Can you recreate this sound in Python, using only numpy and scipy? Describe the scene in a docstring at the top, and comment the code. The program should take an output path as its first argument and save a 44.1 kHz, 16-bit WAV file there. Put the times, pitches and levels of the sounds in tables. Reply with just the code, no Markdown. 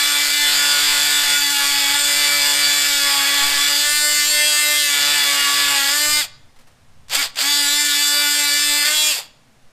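"""Porch: an oscillating tool grinds into a clamped slab: a long cut, a blip of the trigger, a shorter cut.
Blows in the kerf are a slowly changing pattern over six swings; grit is noise pulsed by the strokes.
Both are filtered by body and blade; sine tones follow multiples of the swing. Clacks, soft scuffs, bench
ring and a noise-tap porch tail follow; filtered noise makes light wind and street hum at one microphone."""
import sys
import numpy as np
from scipy import signal
from scipy.fft import rfft, irfft, next_fast_len
from scipy.io import wavfile
from scipy.ndimage import uniform_filter1d, map_coordinates

SR = 44100
rng = np.random.default_rng(int(sys.argv[2]) if len(sys.argv) > 2 else 0)


def dump_mix(stems):
    """Bounce the given channels to the path in sys.argv[1] as a 16-bit WAV at rate SR."""
    frames = np.atleast_2d(stems).T  # one column per channel
    limited = np.clip(frames, -1, 1)  # hard clip at full scale
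    pcm = np.round(limited * 32767).astype(np.int16)
    wavfile.write(sys.argv[1], SR, pcm)


N = 428642


# spells when the blade is eased off the slab: (start [s], end [s])
EASED_SPELLS = [(3.83, 4.88), (5.94, 6.5), (8.86, 9.6)]
EASE_S = .08
# level against speed: (share of full speed, rattle held [dB], rattle coasting [dB], tones [dB])
LEVEL_BY_SPIN = [(.35, -40, -52, -60), (.45, -28, -36, -50), (.6, -7, -22, -38), (.75, -1, -5, -27),
                 (.9, 3, 1, -11), (.97, 0, 0, 0)]
# grit against rattle, before the slow-speed boost and trim: (time [s], level [dB])
GRIT_LEVEL = [(.3, -1), (.45, -5), (1.45, -4), (1.75, -2), (1.9, 4), (2.05, -5), (2.95, -4), (3.4, 3),
              (3.85, -4), (4, -12), (4.2, -8), (4.82, -8), (4.95, -1), (5.75, -1), (5.9, 2), (6, -8),
              (6.3, -8), (7.1, 2), (7.45, 0), (7.55, -6), (7.7, -8), (8.55, -6), (8.8, -7), (8.87, 3),
              (8.97, -7)]
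SLOW_GRIT_DB, GRIT_MAX_DB = 60, 8  # grit gained per share of speed lost
RATTLE_DB, RATTLE_DB_PER_GRIT_DB = -11.5, .34  # a rougher cut is louder
TREBLE_DB, TREBLE_EASED_DB = -22.8, -21.5
SLOW_DULL_DB = -16  # treble lost per share of speed lost
CLATTER_DB, CLATTER_SLOPE = -50, 1.7


def tool():
    """Stroke-driven rattle and grit excite the body; multiples of the swing sound as tones."""
    t = np.arange(N) / SR
    share = spin(t)
    eased = sum(within(t, *spell, EASE_S) for spell in EASED_SPELLS)
    held = sum(within(t, on, off, .01) for on, off, _ in TRIGGER)
    grit_db = curve(GRIT_LEVEL, t)[0]
    grit_gain = gain_of(np.minimum(grit_db + SLOW_GRIT_DB * (1 - share), GRIT_MAX_DB))
    turns = swing(t, share, grit_gain)
    blow = gain_of(1.5 * rng.standard_normal(4000))[turns.astype(int)]  # each swing bites differently
    raw_grit = evened(rng.standard_normal(N) * strokes(turns) * blow)

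    drive = rattle(turns) * blow ** .5 + gain_of(-1.) * grit_gain * fine_grit(raw_grit)
    drive /= np.sqrt(uniform_filter1d(drive ** 2, 3000))
    body = evened(colour(drive, blade_gain))
    treble = colour(body, band(6000, 20000))
    rest_gain = gain_of(RATTLE_DB + RATTLE_DB_PER_GRIT_DB * grit_db)
    treble_db = TREBLE_DB + (TREBLE_EASED_DB - TREBLE_DB) * eased + SLOW_DULL_DB * (1 - share)
    mix = rest_gain * (body - treble) + gain_of(treble_db) * evened(treble)
    mix += gain_of(CLATTER_DB) * clatter(raw_grit) * grit_gain ** CLATTER_SLOPE

    held_db, coast_db, tones_db = curve(LEVEL_BY_SPIN, share)
    out = gain_of(coast_db + (held_db - coast_db) * held) * mix
    out += tones(t, turns, eased, tones_db, grit_gain)
    return out * uniform_filter1d((share > .25) * 1., 100)


# trigger: (pulled [s], released [s], coast-down time [s])
TRIGGER = [(-1, 6.206, .165), (7.082, 7.207, .22), (7.343, 9.102, .36)]
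KICK, SPIN_UP_S = .4, .05  # KICK: share of full speed


def spin(t):
    """Share of full speed: a kick and run-up on the pull, a linear coast on release."""
    runs = []
    for on, off, coast_s in TRIGGER:
        run_up = 1 - (1 - KICK) * np.exp(-(np.maximum(t - on, 0) / SPIN_UP_S) ** 1.5)
        runs.append((t > on) * (run_up - np.maximum(t - off, 0) / coast_s))
    return np.max(runs, 0).clip(0, 1)


# full-throttle speed under load, one list per cut: (time [s], rate [swings/s])
CUT_SPEEDS = [
    [(0.0, 287.5), (0.01, 288.6), (0.33, 290.9), (0.36, 293.7), (0.62, 288.8), (0.9, 292.0), (1.0, 288.8),
     (1.16, 293.0), (1.28, 287.5), (1.4, 288.8), (1.64, 283.4), (1.85, 284.5), (1.88, 281.9), (1.91, 288.1),
     (2.17, 290.1), (2.88, 287.5), (3.23, 279.3), (3.37, 288.2), (3.42, 282.3), (3.45, 286.9),
     (3.64, 285.6), (3.95, 296.9), (4.25, 294.4), (4.32, 297.4), (4.78, 297.0), (4.92, 287.3),
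     (5.11, 291.6), (5.28, 285.2), (5.72, 284.8), (5.82, 277.1), (5.87, 283.0), (5.9, 280.3), (5.97, 295.2),
     (6.2, 299.9)],
    [(7.46, 287.9), (7.522, 289.3), (7.674, 286.2), (7.82, 294.6), (7.97, 287.8), (8.02, 291.0),
     (8.222, 292.0), (8.268, 290.0), (8.39, 292.5), (8.5, 288.1), (8.588, 292.6), (8.798, 291.8),
     (8.834, 289.9), (8.884, 300.0), (8.93, 303.9), (9.1, 302.9)],
]
# full-throttle speed in the blip: (time [s], rate [swings/s])
BLIP_SPEED = (7.15, 290)
WOBBLE_HZ, WOBBLE_S = 1.2, .03


def swing(t, share, grit_gain):
    """Blade position in swings: integrated speed, wobbling and shaking more in a rough cut."""
    full_hz = curve(CUT_SPEEDS[0] + [BLIP_SPEED] + CUT_SPEEDS[1], t)[0]
    wobble_hz = WOBBLE_HZ * grit_gain.clip(0, 1.5) * waver(t, WOBBLE_S)
    turns = np.cumsum((full_hz + wobble_hz) * np.maximum(share, KICK)) / SR
    turns += .003 * smooth_noise(N, 500)
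    turns += .006 * grit_gain ** 2 / (1 + .3 * grit_gain) * smooth_noise(N, 200)
    return turns


def rattle(turns, spread=.5, wander=.8, slide=.8):
    """A six-swing blow pattern, 100 versions a second, read out at the blade position."""
    frames_hz, size = 100, 4096
    frames = N * frames_hz // SR + 3
    second_db, sixth_db = chatter(np.arange(frames) / frames_hz)
    k = np.arange(340)  # sixths of the swing rate
    partial_db = np.where(k % 3 == 0, second_db[:, None], sixth_db[:, None])
    share = np.where(k % 6 == 0, 1, gain_of(partial_db))
    share[:, (6 * multiples()).astype(int)] = 0  # played as tones
    height = share * gain_of(3.5 * smooth_noise((frames, len(k)), 6))
    # related phases in neighbouring multiples bunch each swing into a burst
    phase = np.cumsum(spread * rng.standard_normal(len(k)))
    phase = phase + wander * smooth_noise((frames, len(k)), 12)
    phase += 2 * np.pi * rng.random(len(k)) * (k % 3 > 0)  # slow pattern spread over six swings
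    # whole bands shift in time
    phase += slide * evened(uniform_filter1d(smooth_noise((frames, len(k)), 8), 40, 1))
    pattern = irfft(height * np.exp(1j * phase), size)
    at = [np.arange(N) * frames_hz / SR, turns % 6 / 6 * size]
    return map_coordinates(pattern, at, order=1, mode="grid-wrap") / np.sqrt(np.mean(pattern[-1] ** 2))


# blows repeating over several swings:
# (start [s], end [s], every-second-swing level [dB], every-sixth-swing level [dB])
CHATTER_SPELLS = [(-1, .35, -7, -19), (.42, 1.37, -4.5, -11), (1.6, 1.95, -7, -20), (2.05, 2.9, -5, -15),
                  (3.05, 3.75, -6, -19), (4.12, 4.85, -12, -30), (4.92, 5.8, -4.5, -18)]
CALM_DB, CHATTER_EDGE_S = (-16, -29), .08  # between spells


def chatter(t):
    """Levels in dB of the every-second- and every-sixth-swing patterns."""
    calm_db = np.array(CALM_DB)[:, None]
    return calm_db + sum(within(t, start, end, CHATTER_EDGE_S) * (np.array(db)[:, None] - calm_db)
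                         for start, end, *db in CHATTER_SPELLS)


def strokes(turns, sharp=1.66, back=.51):
    """The blade bites hardest once a swing and again, weaker, on the way back."""
    return np.exp(-sharp * (turns % 1)) + back * np.exp(-2 * sharp * ((turns + .5) % 1))


def fine_grit(grit):
    """Fine grains carry little bass and extra treble."""
    return colour(grit, lambda hz: band(620, 30000)(hz) * hz / np.hypot(hz, 1400) * np.hypot(1, hz / 8000))


def clatter(grit):
    """The slab knocks in its clamp: the low-mid band of the grit."""
    return evened(colour(grit, band(520, 950)))


# tool, slab and bench colour: (frequency [Hz], level [dB/Hz])
BODY_SPECTRUM = [(150, -42), (400, -13.5), (900, -7), (1600, 2.5), (2600, 2), (4000, -0.5), (5100, 0.5),
                 (6000, -3), (7400, 7.5), (9000, -7), (10300, -7), (12000, -5), (13500, -4.5),
                 (15000, -9.5)]
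# blade resonances over the body colour: (frequency [Hz], width [Hz], level [dB])
BLADE_PEAKS = [(3436, 380, -1), (4717, 570, 4.5), (7185, 100, -29.5), (8913, 1200, 8.5), (11880, 1200, 1)]


def blade_gain(hz):
    """Broad body colour with the blade's resonances on top."""
    peaks = sum(gain_of(db) / (1 + (2 * (hz - f) / width) ** 2) for f, width, db in BLADE_PEAKS)
    return gain_of(read(BODY_SPECTRUM, hz)) * (1 + peaks)


# tones before speed, spell and chatter offsets:
# (multiple of swing rate, pressed level [dB], eased level [dB], wavering share)
TONE_LEVELS = [(.5, -55.5, -50, .2), (1, -42.5, -47, .1), (1.5, -51, -46, .3), (2, -44.5, -40, .45),
               (2.5, -47, -44, .3), (3, -40, -44, .35), (4, -39, -38, .4), (5, -35, -32, .4),
               (6, -30.5, -29, .3), (7, -32, -29, .4), (8, -31, -35, .35), (9, -36, -33, .4),
               (11, -35, -32, .4), (12, -25, -31, .25)]
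# spells when one tone sings out or sinks: (start [s], end [s], multiple, level change [dB])
SINGING_SPELLS = [(.45, 1.4, 5, 6), (1.45, 2, 3, 5), (5.7, 6.3, 3, 4), (2.1, 2.9, 2, 3), (2.1, 2.95, 8, 3),
                  (3.05, 3.65, 4, 6), (3, 3.6, 3, 6), (4.25, 4.85, 11, 4), (4.3, 4.87, 2, 3),
                  (4.2, 4.87, 6, 3), (5.25, 5.75, 4, 6), (5.95, 6.3, 1, 4), (5.95, 6.3, 4, 6),
                  (7.4, 8.86, 1, 2.5), (7.18, 7.26, 8, 8), (7.15, 7.26, 7, 6), (7.15, 7.26, 6, 4),
                  (7.4, 7.5, 6, 3), (8, 8.3, 5, 6), (8.93, 9.12, 11, 10), (8.95, 9.15, 9, 4),
                  (4.3, 4.87, 9, 4), (4.5, 4.87, 7, 3), (7, 7.44, 12, -10), (5.3, 5.94, 12, -3),
                  (8.95, 9.15, 6, -12), (8.95, 9.15, 7, -10), (9.02, 9.12, 8, 6), (8.95, 9.15, 5, -6),
                  (7.4, 8, 2, -3), (8, 8.4, 2, 3), (8, 8.5, 3, 2), (5.95, 6.3, 5, -4), (7.15, 7.26, 5, 4)]
HALF_SLOPE, WAVER_S = 1.8, .06


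def tones(t, turns, eased, tones_db, grit_gain):
    """Sines locked to the swing; half multiples follow the chatter, upper ones break up with grit."""
    slow_t, eased, tones_db, grit_gain = t[::40], eased[::40], tones_db[::40], grit_gain[::40]
    half_db = HALF_SLOPE * (chatter(slow_t)[0] + 5)
    out = np.zeros(N)
    for order, (_, pressed_db, eased_db, depth) in zip(multiples(), TONE_LEVELS):
        db = pressed_db + (eased_db - pressed_db) * eased + tones_db + (order % 1 > 0) * half_db
        db += sum(change_db * within(slow_t, start, end, EASE_S)
                  for start, end, k, change_db in SINGING_SPELLS if round(k) == order)
        flutter = gain_of(2. * grit_gain.clip(0, 1) * min(order / 4, 1) * waver(slow_t, .013))
        flutter *= (1 + depth * waver(slow_t, WAVER_S)) / np.hypot(1, depth)
        level = np.interp(t, slow_t, gain_of(db) * flutter)
        out += np.sqrt(2) * level * np.sin(2 * np.pi * (order * turns + rng.random()))
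    return out


def multiples():
    """The tones' multiples of the swing rate, in half steps."""
    return np.round(2 * np.array(TONE_LEVELS)[:, 0]) / 2


# clacks as the blade breaks loose, before filtering: (time after pull [s], level [dB])
FIRST_BLOWS = [(.002, -36), (.015, -23)]
BLOW_T60_S = .03


def first_blows():
    """Two decaying noise clacks after each pull of the trigger within the scene."""
    out, t = np.zeros(N), np.arange(2000) / SR
    for on, *_ in TRIGGER[1:]:
        for after, db in FIRST_BLOWS:
            at = round((on + after) * SR)
            out[at:at + len(t)] += gain_of(db - 60 * t / BLOW_T60_S) * rng.standard_normal(len(t))
    return colour(out, band(1000, 9000))


# soft scuffs of a brief rustle, before trim and filtering: (time [s], level [dB], t60 [s])
SCUFFS = [(6.559, -30, 0.09), (6.586, -29, 0.15), (6.609, -33, 0.09), (6.669, -29, 0.11),
          (6.709, -35, 0.09)]
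SCUFF_TRIM_DB, SCUFF_RISE_S = -10.5, .0055


def scuffs():
    """Soft scuffs of a brief rustle: noise bursts with a slow attack, dulled above 3 kHz."""
    out, t = np.zeros(N), np.arange(4000) / SR
    for s, db, t60 in SCUFFS:
        at = round(s * SR)
        envelope = gain_of(db + SCUFF_TRIM_DB - 60 * t / max(t60, .01)) * np.tanh(t / SCUFF_RISE_S)
        out[at:at + len(t)] += envelope * rng.standard_normal(len(t))
    return colour(out, lambda hz: band(400, 14000)(hz) / np.sqrt(1 + (hz / 3000) ** 2))


# bench frame modes, before trim: (frequency [Hz], level [dB], t60 [s])
FRAME_MODES = [(1140, -42, .55), (2850, -44, .5), (7000, -49, .7)]
FRAME_TRIM_DB = -22


def frame(x):
    """The steel bench rings on after the tool stops: decaying sine modes."""
    t = np.arange(SR) / SR
    ring = sum(gain_of(db - 60 * t / t60) * np.sin(2 * np.pi * hz * t) for hz, db, t60 in FRAME_MODES)
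    return signal.fftconvolve(x, ring)[:N] * gain_of(FRAME_TRIM_DB)


# porch decay: (frequency [Hz], t60 [s])
PORCH_DECAY = [(300, 1), (1500, .5), (5000, 0.48), (12000, 0.17)]


def porch(x):
    """Sparse reflections of random sign, each band dying at its own speed."""
    taps = np.zeros(SR)
    at = np.arange(300, SR - 20, 20) + rng.integers(0, 20, (SR - 301) // 20)
    taps[at] = rng.choice([-1., 1.], len(at))
    hz, t, z = signal.stft(taps, SR, nperseg=256)
    decay = gain_of(-60 * t / read(PORCH_DECAY, hz)[:, None])
    tail = signal.istft(z * decay, SR, nperseg=256)[1]
    return signal.fftconvolve(x, tail / np.linalg.norm(tail))[:N]


# street hum colour, relative: (frequency [Hz], level [dB/Hz])
STREET_SPECTRUM = [(76, -34), (130, -8.5), (155, -4.5), (179, -29.5), (218, -7), (358, -21), (420, -18),
                   (464, -16), (841, -16.5), (5230, -26), (9000, -30), (15000, -41)]
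STREET_DB = -57
# wind between gusts, before slow random drift: (time [s], buffeting level [dB], rumble level [dB])
BREEZE = [(0, -51, -60), (4, -50, -59), (6.2, -50, -58), (7.4, -51, -64), (7.8, -48, -66), (9, -49, -65),
          (9.7, -52, -62)]
# gusts on the microphone: (time [s], length [s], buffeting level [dB], rumble level [dB])
GUSTS = [(.47, .2, -49, -60), (.92, .25, -42, -62), (1.35, .2, -46, -63), (1.8, .3, -44, -58),
         (2.75, .2, -50, -60), (2.98, .2, -43, -61), (3.46, .1, -36, -50), (3.58, .12, -38, -61),
         (3.88, .3, -42, -60), (6.11, .12, -35, -47), (7.05, .3, -46, -59)]


def outdoors():
    """Steady street-hum noise; wind on the microphone as low noise in two bands."""
    street_noise, buffet_noise, rumble_noise = rng.standard_normal((3, N))
    t = np.arange(N) / SR
    wind = gain_of(curve(BREEZE, t)) * gain_of(2.5 * smooth_noise((N, 2), 6000).T)
    for s, length_s, *db in GUSTS:
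        wind += gain_of(db)[:, None] * np.exp(-((t - s) / (length_s / 2)) ** 2)
    street = evened(colour(street_noise, lambda hz: gain_of(read(STREET_SPECTRUM, hz))))
    buffet = evened(colour(buffet_noise, lambda hz: band(3, 60)(hz) / (1 + (hz / 6) ** 2)))
    rumble = evened(colour(rumble_noise, band(62, 136.5)))
    return gain_of(STREET_DB) * street + wind[0] * buffet + wind[1] * rumble


def gain_of(db):
    """Amplitude ratio of a level in dB."""
    return 10 ** (np.asarray(db) / 20)


def evened(x):
    """Scales to unit RMS."""
    return x / np.sqrt(np.mean(np.abs(x) ** 2) + 1e-20)


def read(points, hz):
    """Reads a frequency table on a log-frequency axis."""
    f, value = np.transpose(points)
    return np.interp(np.log(hz + 1), np.log(f + 1), value)


def curve(rows, x):
    """Interpolates every column of a table against its first."""
    first, *columns = np.transpose(rows)
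    return [np.interp(x, first, c) for c in columns]


def colour(x, gain_at):
    """Filters by a gain given as a function of frequency."""
    size = next_fast_len(N)
    return irfft(rfft(x, size) * gain_at(np.fft.rfftfreq(size, 1 / SR)), size)[:N]


def band(lo_hz, hi_hz):
    """Gain of a steep band-pass."""
    return lambda hz: 1 / np.sqrt((1 + (lo_hz / (hz + 1e-3)) ** 8) * (1 + (hz / hi_hz) ** 8))


def smooth_noise(shape, span):
    """Unit-RMS noise that changes slowly along the first axis."""
    width = max(int(span), 1)
    once = uniform_filter1d(rng.standard_normal(shape), width, 0)
    return evened(uniform_filter1d(once, width, 0))


def within(t, start, end, edge_s):
    """1 inside a spell, 0 outside, with sloping edges."""
    return np.clip(np.minimum(t - start, end - t) / edge_s + .5, 0, 1)


def waver(t, span_s):
    """Slow noise, drawn 500 times a second."""
    steps = smooth_noise(N * 500 // SR + 2, span_s * 500)
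    return np.interp(t * 500, np.arange(len(steps)), steps)


def scene():
    """Near sources, their bench ring and porch tail, and the outdoors, on two equal channels."""
    near = tool() + first_blows() + scuffs()
    mono = near + frame(near) + gain_of(-21) * porch(near) + outdoors()
    return np.array([mono, mono])


EDGE_HZ = 15250


def record(dry):
    """Peaks are rounded off, then a low-pass limits the band."""
    soft = np.tanh(dry)
    low_pass = signal.firwin(1023, EDGE_HZ, window=("kaiser", 9), fs=SR)
    return signal.oaconvolve(soft, low_pass[None], "same")


dry = scene()
out = record(dry)
dump_mix(out)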